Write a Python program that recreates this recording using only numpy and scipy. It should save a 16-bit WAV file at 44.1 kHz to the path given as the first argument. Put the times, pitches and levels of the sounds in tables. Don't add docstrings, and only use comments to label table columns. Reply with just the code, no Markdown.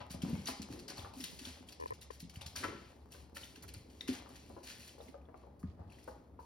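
import sys
import numpy as np
from scipy import signal
from scipy.fft import rfft, irfft
from scipy.io import wavfile
from scipy.ndimage import uniform_filter1d

SR = 44100
rng = np.random.default_rng(int(sys.argv[2]) if len(sys.argv) > 2 else 0)


def int16_out(signal):
    q = np.round(np.clip(np.atleast_2d(signal).T, -1, 1) * 32767)
    wavfile.write(sys.argv[1], SR, q.astype(np.int16))


N = 284445

# t/s, level/dB, f/Hz, joists relative to the board/dB
THUDS = [(0.009, -52, 101, -8), (0.106, -43.5, 159, -30), (0.145, -37, 172, -13), (0.19, -42.5, 176, -17),
         (0.235, -26.5, 179, -35), (0.25, -37, 226, -20), (0.284, -38.5, 225, -16),
         (0.301, -38.5, 214, -23), (0.33, -27.5, 164, -12), (0.375, -36.5, 177, -21),
         (0.487, -39.5, 251, -14), (0.597, -36.5, 203, -14), (0.612, -45.5, 225, -22),
         (0.702, -42, 268, -8), (0.709, -44, 131, -22), (0.744, -45.5, 320, -27), (0.775, -49.5, 322, -19),
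         (0.801, -50, 333, -24), (0.897, -50, 220, -24), (0.933, -50, 244, -21), (0.986, -48.5, 217, -24),
         (0.989, -48, 92, -8), (1.035, -54, 100, 7), (1.168, -45, 257, -19), (1.199, -44.5, 278, -22),
         (1.214, -48.5, 245, -27), (1.243, -52, 157, -17), (1.412, -46, 265, -23), (1.47, -45.5, 241, -10),
         (1.508, -55, 104, -5), (1.605, -50, 235, -57), (1.917, -51, 101, -8), (2.228, -41.5, 164, -17),
         (2.247, -45, 184, -27), (2.371, -43, 118, -2), (2.461, -45.5, 131, -5), (2.572, -61, 112, 10),
         (2.641, -43, 279, -8), (2.684, -39.5, 325, -21), (2.699, -47, 284, -17), (2.728, -42.5, 397, -14),
         (2.736, -50, 357, -18), (2.747, -49.5, 198, -20), (3.647, -67, 111, 17), (3.764, -45, 104, -16),
         (4.089, -27, 257.8, -24), (4.499, -52.5, 209, -19), (4.527, -52.5, 297, -4),
         (4.791, -55, 172, -27), (5.637, -33, 178, -7.5), (5.663, -73, 141, -8), (5.685, -45, 102.7, 2),
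         (5.719, -58, 130, -7), (5.799, -46.5, 163, 2), (5.814, -54, 94.7, -5), (5.86, -53.5, 182, 1)]
BOARD_T60_S, BOARD_RISE_S = 0.037, 0.013
PITCH_SAG = .1
# t/s, level/dB, f/Hz, change one octave away/dB
KNOCKS = [(0.013, -44, 850, -3), (0.142, -42, 596, -50), (0.486, -30.5, 890, -39), (1.047, -38.5, 920, -22),
          (1.058, -42, 840, -43), (2.557, -42.5, 1360, -28), (2.61, -60, 402, -6), (2.6307, -36, 900, -9),
          (2.6359, -35, 1245, -68), (2.6418, -29, 1340, -50), (2.646, -38, 2300, -20),
          (2.65, -35.5, 550, -31), (2.699, -54, 590, -1), (2.732, -53, 517, -23), (2.754, -49, 1260, -17),
          (3.148, -46.5, 730, -12), (3.366, -43, 990, -21), (4.09, -47, 404, -30), (4.26, -45.5, 930, -31),
          (4.305, -51.5, 970, -30), (4.5, -44.5, 564, -24), (4.566, -40.5, 640, -17), (4.58, -44, 563, -11),
          (4.981, -47, 620, -34), (5.003, -39, 645, -49), (5.143, -41.5, 670, -34), (5.287, -44, 570, -9.5),
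          (5.343, -41, 670, -29), (5.436, -49.5, 650, -26), (5.47, -47, 605, -34), (5.63, -51.5, 1200, -33),
          (5.793, -47, 655, -32), (5.815, -49.5, 740, -20), (5.941, -61, 706, 11),
          (6.0775, -36.5, 790, -24), (6.083, -36.5, 624, -18), (6.391, -41.5, 690, -20)]
WOOD_MODES_HZ = [300, 390, 490, 560, 640, 730, 810, 910, 1010, 1110, 1220, 1330, 1460, 1620, 1800, 2050,
                 2350, 2700, 3100]
RATTLE_T60_S = 0.052
# t/s, length/s, level/dB, brightness/dB per octave
FOIL_ROLLS = [(0, 0.051, -53, -10), (0.101, 0.068, -47, 0.5), (0.236, 0.42, -53.5, -2),
              (0.466, 0.077, -43, 0), (0.554, 0.061, -64, 3), (0.688, 0.2, -56.5, -0.8),
              (0.879, 0.094, -52.5, -3.5), (0.95, 0.18, -53, -1.3), (1.144, 0.4, -53.5, 1.8),
              (1.412, 0.26, -53.5, -1.5), (1.664, 0.11, -62, 2), (1.808, 0.22, -65, -2),
              (2.008, 0.048, -56.5, 2.5), (2.125, 0.071, -58, 1), (2.195, 0.039, -56, 3.5),
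              (2.335, 0.06, -58, -0.3), (2.463, 0.14, -70, 7.5), (2.551, 0.16, -44.5, -1.5),
              (2.67, 0.3, -57.5, -4), (2.842, 0.47, -76, 0.5), (3.104, 0.18, -58.5, 0.5),
              (3.343, 0.087, -56, 4), (3.389, 0.24, -57.5, 1), (3.623, 0.033, -71, 14.5),
              (3.679, 0.03, -50.5, 0.5), (3.758, 0.12, -63, 1), (3.836, 0.77, -66.5, 0),
              (4.074, 0.056, -43, -2), (4.118, 0.091, -47, -2), (4.26, 0.66, -64, -0.9),
              (4.626, 0.21, -54, 0.5), (4.68, 0.16, -63, -3), (4.785, 0.21, -55.5, 0.5),
              (5.004, 0.14, -61.5, 1.5), (5.194, 0.064, -91, -9), (5.353, 0.15, -70.5, -3),
              (5.59, 0.059, -77.5, 8.5), (5.769, 0.19, -93, -22), (5.884, 0.41, -67, -1),
              (6.07, 0.076, -68.5, 5.5), (6.386, 0.15, -69.5, 2.5)]
ROLL_RISE, ROLL_FALL = 0.14, 1
# t/s, crackle level/dB, tick f/Hz, tick relative to the crackle/dB
STRIKES = [(0.014, -76, 2500, 3), (0.0964, -50, 1900, -20), (0.2184, -34, 3200, -8),
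           (0.457, -39.5, 6000, 1), (0.471, -32, 3730, -3), (0.617, -37.5, 5560, -13),
           (0.724, -48, 5300, -14), (0.7905, -45.5, 5000, -8), (0.88, -38, 4950, -2),
           (0.899, -43.5, 4920, 1), (0.98, -48.5, 4410, 6), (0.993, -54, 3500, 13), (1.135, -47, 4080, -21),
           (1.2043, -42, 5170, 2.5), (1.239, -32, 3830, -8), (1.389, -41, 4880, -16), (1.452, -39, 3460, 1),
           (1.478, -48.5, 4540, -6), (1.687, -47.5, 3300, 1.5), (1.721, -46, 4070, -15),
           (1.8, -48, 5270, -9), (1.867, -52, 4430, -10), (1.878, -54.5, 4340, 2), (1.935, -48, 5260, -8),
           (2.0173, -47.5, 3950, -8), (2.107, -44.5, 3220, -10), (2.201, -47.5, 5600, -7),
           (2.295, -45.5, 5180, -6), (2.357, -48.5, 2920, -1), (2.41, -39.5, 2830, -9),
           (2.417, -50.5, 3620, 11.5), (2.461, -36.5, 3580, -17), (2.5582, -35.5, 4930, -2),
           (2.6375, -40.5, 2060, 7.5), (3.1214, -47, 5500, -6), (3.358, -45.5, 2500, -10),
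           (3.368, -41, 1840, -1), (3.37, -58, 3010, 11.5), (3.41, -56, 4130, 0), (3.433, -53, 3020, 8),
           (3.437, -54.5, 3600, 12.5), (3.5572, -46, 2760, -7), (3.561, -67.5, 1590, 13),
           (3.623, -45, 4930, -9), (3.627, -67, 1320, 1), (3.687, -55, 2640, -4), (3.739, -40.5, 3020, -22),
           (3.899, -56.5, 3040, -6), (4.009, -47, 3700, 15.5), (4.01, -54, 2040, 12),
           (4.008, -63, 5520, 18), (4.08, -59, 5100, -12), (4.087, -54, 2940, -5), (4.292, -62, 4620, 2),
           (4.356, -46.5, 1880, -8), (4.631, -49, 4700, -13), (4.67, -40.5, 2170, -14),
           (4.7, -45, 3000, -8), (4.7835, -86.5, 4520, -3), (4.831, -58, 2580, 5), (4.876, -48, 4170, -8),
           (4.892, -68, 3050, 17.5), (4.913, -73, 4760, -3), (4.985, -54, 4300, -22),
           (5.084, -61, 2140, 8.5), (5.215, -70, 2460, 4), (5.254, -76, 3430, 11.5), (5.2887, -80, 1910, 8),
           (5.343, -73, 2160, 14), (5.594, -67.5, 4930, -3), (5.629, -67, 2100, 3), (5.899, -61, 2700, 2),
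           (5.92, -60.5, 2500, 4.5), (5.9855, -57, 2000, 2), (6.029, -61, 5230, 0), (6.043, -80, 4470, 0)]
CRACKLE_T60_S = 0.061
STRIKE_FALL_DB = -3
TICK_T60_S, TICK_RISE_S = 0.012, 0.00074
# f/Hz, level/dB per Hz
FOIL_COLOUR = [(300, -42), (600, -0.5), (1300, -7.5), (2000, 2), (3000, 0.5), (5000, 2.5), (7500, -2),
               (10000, -2.5), (13000, -8.5), (16000, -4)]
CREASE_BANDS_HZ = [900, 1500, 2300, 3300, 4600, 6500, 10000, 14500]
FOIL_MID_HZ = 4000
# t/s, level/dB
SNAP_TIMES = [(.2982, -41), (1.2426, -31), (3.1203, -41), (3.3653, -43), (3.6798, -46), (3.7387, -36.5),
              (4.0801, -37), (4.292, -46), (4.4952, -53), (4.7845, -45), (4.88, -41), (4.985, -54),
              (5.376, -62), (6.0425, -46.5)]
# f/Hz, level/dB
SNAP_TONES = [(4800, -8), (7200, -14), (9400, 10.5), (11500, 4), (14000, 4)]
SNAP_T60_S = .0018
# t/s, soft pads level/dB, harder steps level/dB
PATTER_LEVELS = [(0.0, -57.5, -60.5), (0.15, -70, -68), (0.3, -50, -54), (0.43, -57, -67),
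                 (0.6, -62.5, -62.5), (0.75, -56, -64.5), (1.02, -60.5, -61), (1.3, -63.5, -69.5),
                 (1.95, -68, -72), (2.15, -76, -95), (2.45, -79, -56), (2.65, -49.5, -96),
                 (2.91, -65.5, -71.5), (3.9, -63, -77.5), (4.2, -62.5, -63), (4.56, -62, -83),
                 (4.9, -66.5, -78), (5.21, -64.5, -79), (5.6, -67.5, -86), (6.15, -63.5, -72),
                 (6.45, -67, -86)]
# f/Hz, level/dB per Hz
SOFT_COLOUR = [(130, 0), (200, 2.5), (320, 4.5), (600, -5.5), (1500, -56.5)]
# f/Hz, level/dB per Hz
HARD_COLOUR = [(300, -19), (500, 2), (800, 8), (1300, -6), (2500, -21.5)]
# length/s, f/Hz
SQUEAK_TONE = (0.075, 2250)
SQUEAK_S, SQUEAK_DB = .325, -57
# t/s, level/dB, reach to the right port 0-1, click level/dB
CREAKS = [(1.7995, -38, 1, -56), (1.8118, -37.5, 0.87, -54), (1.824, -34, 1, -47), (1.837, -34, 0.84, -49),
          (1.859, -31.5, 0.96, -45), (1.907, -32.5, 1, -39.5), (1.9137, -42, .9, -70), (1.921, -35, 1, -70),
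          (1.925, -38, 0.45, -64), (2.105, -34, 0.26, -62)]
# f/Hz, level/dB, share in the right port (minus = opposed), ring/s
CASING_MODES = [(460, 4, -1.1, 0.0034), (1005, 0.5, -0.97, 0.0038), (1830, -7, -1.3, .002),
                (2350, -18, -1.7, 0.0017)]
SLIP_GRIP_S = .0009
SLIP_PITCH_SPREAD = .02
# f/Hz, level/dB per Hz
AIR_COLOUR = [(20, -56), (40, -30.5), (70, -5.5), (150, -8), (320, -14), (600, -17), (1000, -22),
              (1650, -34.5), (3500, -43.5), (7000, -50), (16000, -50)]
# f/Hz, level/dB per Hz
HUM_COLOUR = [(35, -58), (52, -11), (62, -3), (70, 8.5), (80, -6), (95, -19), (130, -58)]
AIR_DB, HUM_DB = -60.5, -58.5
# f/Hz, time to fall 60 dB/s
HALL_T60 = [(100, 0.39), (400, 0.27), (1000, 0.52), (3000, 0.55), (8000, 0.36), (16000, 0.015)]
HALL_DB, NEAR_HALL_DB = -3, -8
# f/Hz, likeness 0-1
PORT_LIKENESS = [(60, .94), (250, .96), (600, .6), (1200, .35), (3500, .55), (5000, .75), (7000, .75),
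                 (16000, .75)]
# f/Hz, lead/radians
PORT_LEAD = [(100, 0), (2000, .2), (2600, 1.1), (4200, .7), (5100, .1), (6200, 1.7), (7100, 2.9),
             (8400, 3.4), (10300, 6), (12000, 6.5), (13200, 9.1), (14900, 9.7), (16000, 10.9)]
# f/Hz, left minus right/dB
PORT_TILT = [(60, 1), (180, 2), (550, 1.5), (1650, 4.5), (4970, 2), (15000, -1)]
EDGE_HZ = 16000


def thuds():
    out = np.zeros(N)
    for s, db, hz, joist_db in THUDS:
        board = ring(hz, BOARD_T60_S, BOARD_RISE_S, PITCH_SAG)
        overtone = 0.31 * ring(1.331 * hz, 0.87 * BOARD_T60_S, BOARD_RISE_S)
        joists = gain_of(joist_db) * ring(89.3, 0.096, 0.02)
        add(out, s, gain_of(db) * (board + overtone + joists))
    return out


def knocks():
    out = np.zeros(N)
    t = np.arange(SR // 4) / SR
    modes = np.array([ring(hz, 0.013 + 6.6 / hz, 0.002)[:2000] for hz in WOOD_MODES_HZ])
    grains = rng.standard_normal((len(KNOCKS), len(t)))
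    for (s, db, hz, slope_db), grain in zip(KNOCKS, grains):
        blows = 1.25 * grain * abs(grain) * gain_of(-60 * t / RATTLE_T60_S)
        blows[0] += 19.
        octaves = np.log2(np.divide(WOOD_MODES_HZ, hz))
        shares = gain_of(2.86 * grain[-len(modes):]) * gain_of(slope_db * octaves ** 2)
        sound = signal.fftconvolve(blows, shares @ modes)
        add(out, s, gain_of(db) * sound / abs(sound).max())
    return out


def foil():
    level = np.zeros((len(CREASE_BANDS_HZ), N))
    for s, length, db, tilt_db in FOIL_ROLLS:
        u = np.linspace(0, 1, round(length * SR))
        shape = np.clip(np.minimum(u / ROLL_RISE, (1 - u) / ROLL_FALL), 0, 1)
        for row, band in zip(level, CREASE_BANDS_HZ):
            add(row, s, gain_of(db + tilt_db * np.log2(band / FOIL_MID_HZ)) * shape)

    t = np.arange(SR // 3) / SR
    for s, db, hz, _ in STRIKES:
        burst = gain_of(db - 60 * t / CRACKLE_T60_S) * (1 - np.exp(-t / 0.0027))
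        for row, band in zip(level, CREASE_BANDS_HZ):
            add(row, s, gain_of(STRIKE_FALL_DB * abs(np.log2(band / hz))) * burst)

    out = np.zeros(N)
    shared = crackle(2500, 2.33)
    octave = np.log2(np.fft.rfftfreq(N, 1 / SR) + 1)
    for row, share in zip(level, np.eye(len(level))):
        own = 2.0 * crackle(500, 3.05)
        spectrum = rfft(coloured(shared + own, FOIL_COLOUR))
        band_gain = np.interp(octave, np.log2(CREASE_BANDS_HZ), share)
        out = out + row * irfft(spectrum * band_gain, N)
    return out


def ticks():
    out = snaps()
    for s, db, hz, tick_db in STRIKES:
        add(out, s, gain_of(db + tick_db) * ring(hz, TICK_T60_S, TICK_RISE_S))
    return out


def snaps():
    out = np.zeros(N)
    for s, db in SNAP_TIMES:
        add(out, s, gain_of(db) * snap())
    return out


def snap():
    x = sum(gain_of(db) * ring(hz, SNAP_T60_S, 0.00018)[:450] for hz, db in SNAP_TONES)
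    return x / abs(x).max()


def patter():
    soft = coloured(crackle(500, 2.7), SOFT_COLOUR)
    hard = coloured(crackle(500, 5.7), HARD_COLOUR)
    return gain_of(curve(PATTER_LEVELS, 1)) * soft + gain_of(curve(PATTER_LEVELS, 2)) * hard


def squeak():
    length, hz = SQUEAK_TONE
    out = np.zeros(N)
    t = np.arange(round(length * SR)) / SR
    waver = evened(uniform_filter1d(rng.standard_normal(len(t)), 200))
    turns = np.cumsum(hz * (1 + .025 * waver)) / SR
    add(out, SQUEAK_S, gain_of(SQUEAK_DB) * np.hanning(len(t)) ** .5 * np.sin(2 * np.pi * turns))
    return out


def creaks():
    out = np.zeros((2, N))
    t = np.arange(-450, 900) / SR
    chances = rng.standard_normal((len(CREAKS), len(CASING_MODES), 2))
    for (s, db, reach, click_db), chance in zip(CREAKS, chances):
        for (hz, mode_db, share, ring_s), (stray, push) in zip(CASING_MODES, chance):
            late = t - 0.77 / hz
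            span = np.where(late < 0, SLIP_GRIP_S + 0.23 / hz, ring_s)
            strength = gain_of(db + mode_db + 1.1 * push)
            wave = np.sin(2 * np.pi * hz * (1 + SLIP_PITCH_SPREAD * stray) * late)
            slip = strength * np.exp(-abs(late / span) ** 1.2) * wave
            add(out[0], s + t[0], slip)
            add(out[1], s + t[0], slip * share * reach)
        for port in out:
            add(port, s, gain_of(click_db) * snap())
    return out


def house():
    smooth = uniform_filter1d(uniform_filter1d(rng.standard_normal(N), 4000), 4000)
    swell = evened(smooth)
    sides = []
    for _ in range(2):
        air = coloured(rng.standard_normal(N), AIR_COLOUR) * gain_of(AIR_DB + 0.5 * swell)
        hum = coloured(rng.standard_normal(N), HUM_COLOUR) * gain_of(HUM_DB)
        sides.append(air + hum)
    return ports(*sides)


def hall(x, wet_db, count=3):
    turn = 2 * np.pi * 2.3 * np.arange(N) / SR
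    shares = [np.sqrt(2 / count) * abs(np.cos(turn / 2 + np.pi * k / count)) for k in range(count)]
    loss = np.sqrt(sum(shares) ** 2 + 1e-9) / np.sqrt(2)
    out = 0
    for share in shares:
        part = (x * share / loss)[None]
        out = out + signal.fftconvolve(part, reflections(wet_db), axes=1)[:, :N]
    return out


def reflections(wet_db):
    taps = np.zeros((2, SR))
    at = np.arange(200, SR - 20, 20) + rng.integers(0, 20, (2, (SR - 201) // 20))
    np.put_along_axis(taps, at, rng.choice([-1., 1.], at.shape), 1)
    hz, t, z = signal.stft(taps, SR, nperseg=256)
    fade = gain_of(-60 * t / read(HALL_T60, hz)[:, None])
    tail = signal.istft(z * fade, SR, nperseg=256)[1][:, :SR]
    tail = gain_of(wet_db) * tail / np.linalg.norm(tail[0])
    tail[0, 0], tail[1, 30] = 1, 1
    return ports(*tail)


def ports(a, b):
    same = np.clip(read(PORT_LIKENESS, np.fft.rfftfreq(len(a), 1 / SR)), 0, 1)
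    right = irfft(same * rfft(a) + np.sqrt(1 - same ** 2) * rfft(b), len(a))
    return np.array([a, right])


def ring(hz, t60, rise_s, sag=0):
    t = np.arange(SR // 3) / SR
    turns = hz * (t + sag * t60 / 4 * (1 - np.exp(-4 * t / t60)))
    x = (1 - np.exp(-t / rise_s)) * gain_of(-60 * t / t60) * np.sin(2 * np.pi * turns)
    return x / abs(x).max()


def crackle(per_s, spread_db):
    size = gain_of(spread_db * np.minimum(rng.exponential(1, N), 5))
    return size * (rng.random(N) < per_s / SR) * rng.choice([-1., 1.], N)


def coloured(x, points):
    hz = abs(np.fft.fftfreq(8192, 1 / SR))
    log_gain = np.log(gain_of(np.maximum(read(points, hz), -100)))
    taps = np.fft.ifft(np.exp(log_gain - 1j * signal.hilbert(log_gain).imag)).real[:4096]
    return evened(signal.oaconvolve(x, taps)[..., :N])


def add(mix, s, sound):
    part = mix[max(round(s * SR), 0):][:len(sound)]
    part += sound[:len(part)]


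def curve(rows, column):
    rows = np.array(rows)
    return np.interp(np.arange(N) / SR, rows[:, 0], rows[:, column])


def read(points, hz):
    f, value = np.transpose(points)
    return np.interp(np.log(hz + 1), np.log(f + 1), value)


def evened(x):
    return x / np.sqrt(np.mean(x ** 2) + 1e-20)


def gain_of(db):
    return 10 ** (np.asarray(db) / 20)


def scene():
    full = hall(thuds() + knocks() + foil() + patter() + squeak(), HALL_DB)
    sharp = hall(ticks(), NEAR_HALL_DB)
    return full + sharp + house() + creaks()


def record(dry):
    hz = np.fft.rfftfreq(N, 1 / SR)
    half = gain_of(read(PORT_TILT, hz) / 2) * np.exp(.5j * read(PORT_LEAD, hz))
    bass = (hz / 48.1) ** 3 / np.sqrt(1 + (hz / 41.86) ** 6)
    heard = irfft(rfft(dry) * [half, 1 / half] * bass, N)
    band_limit = signal.firwin(511, EDGE_HZ, window=("kaiser", 9), fs=SR)
    return signal.oaconvolve(heard, band_limit[None], "same")


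dry = scene()
out = record(dry)
int16_out(out)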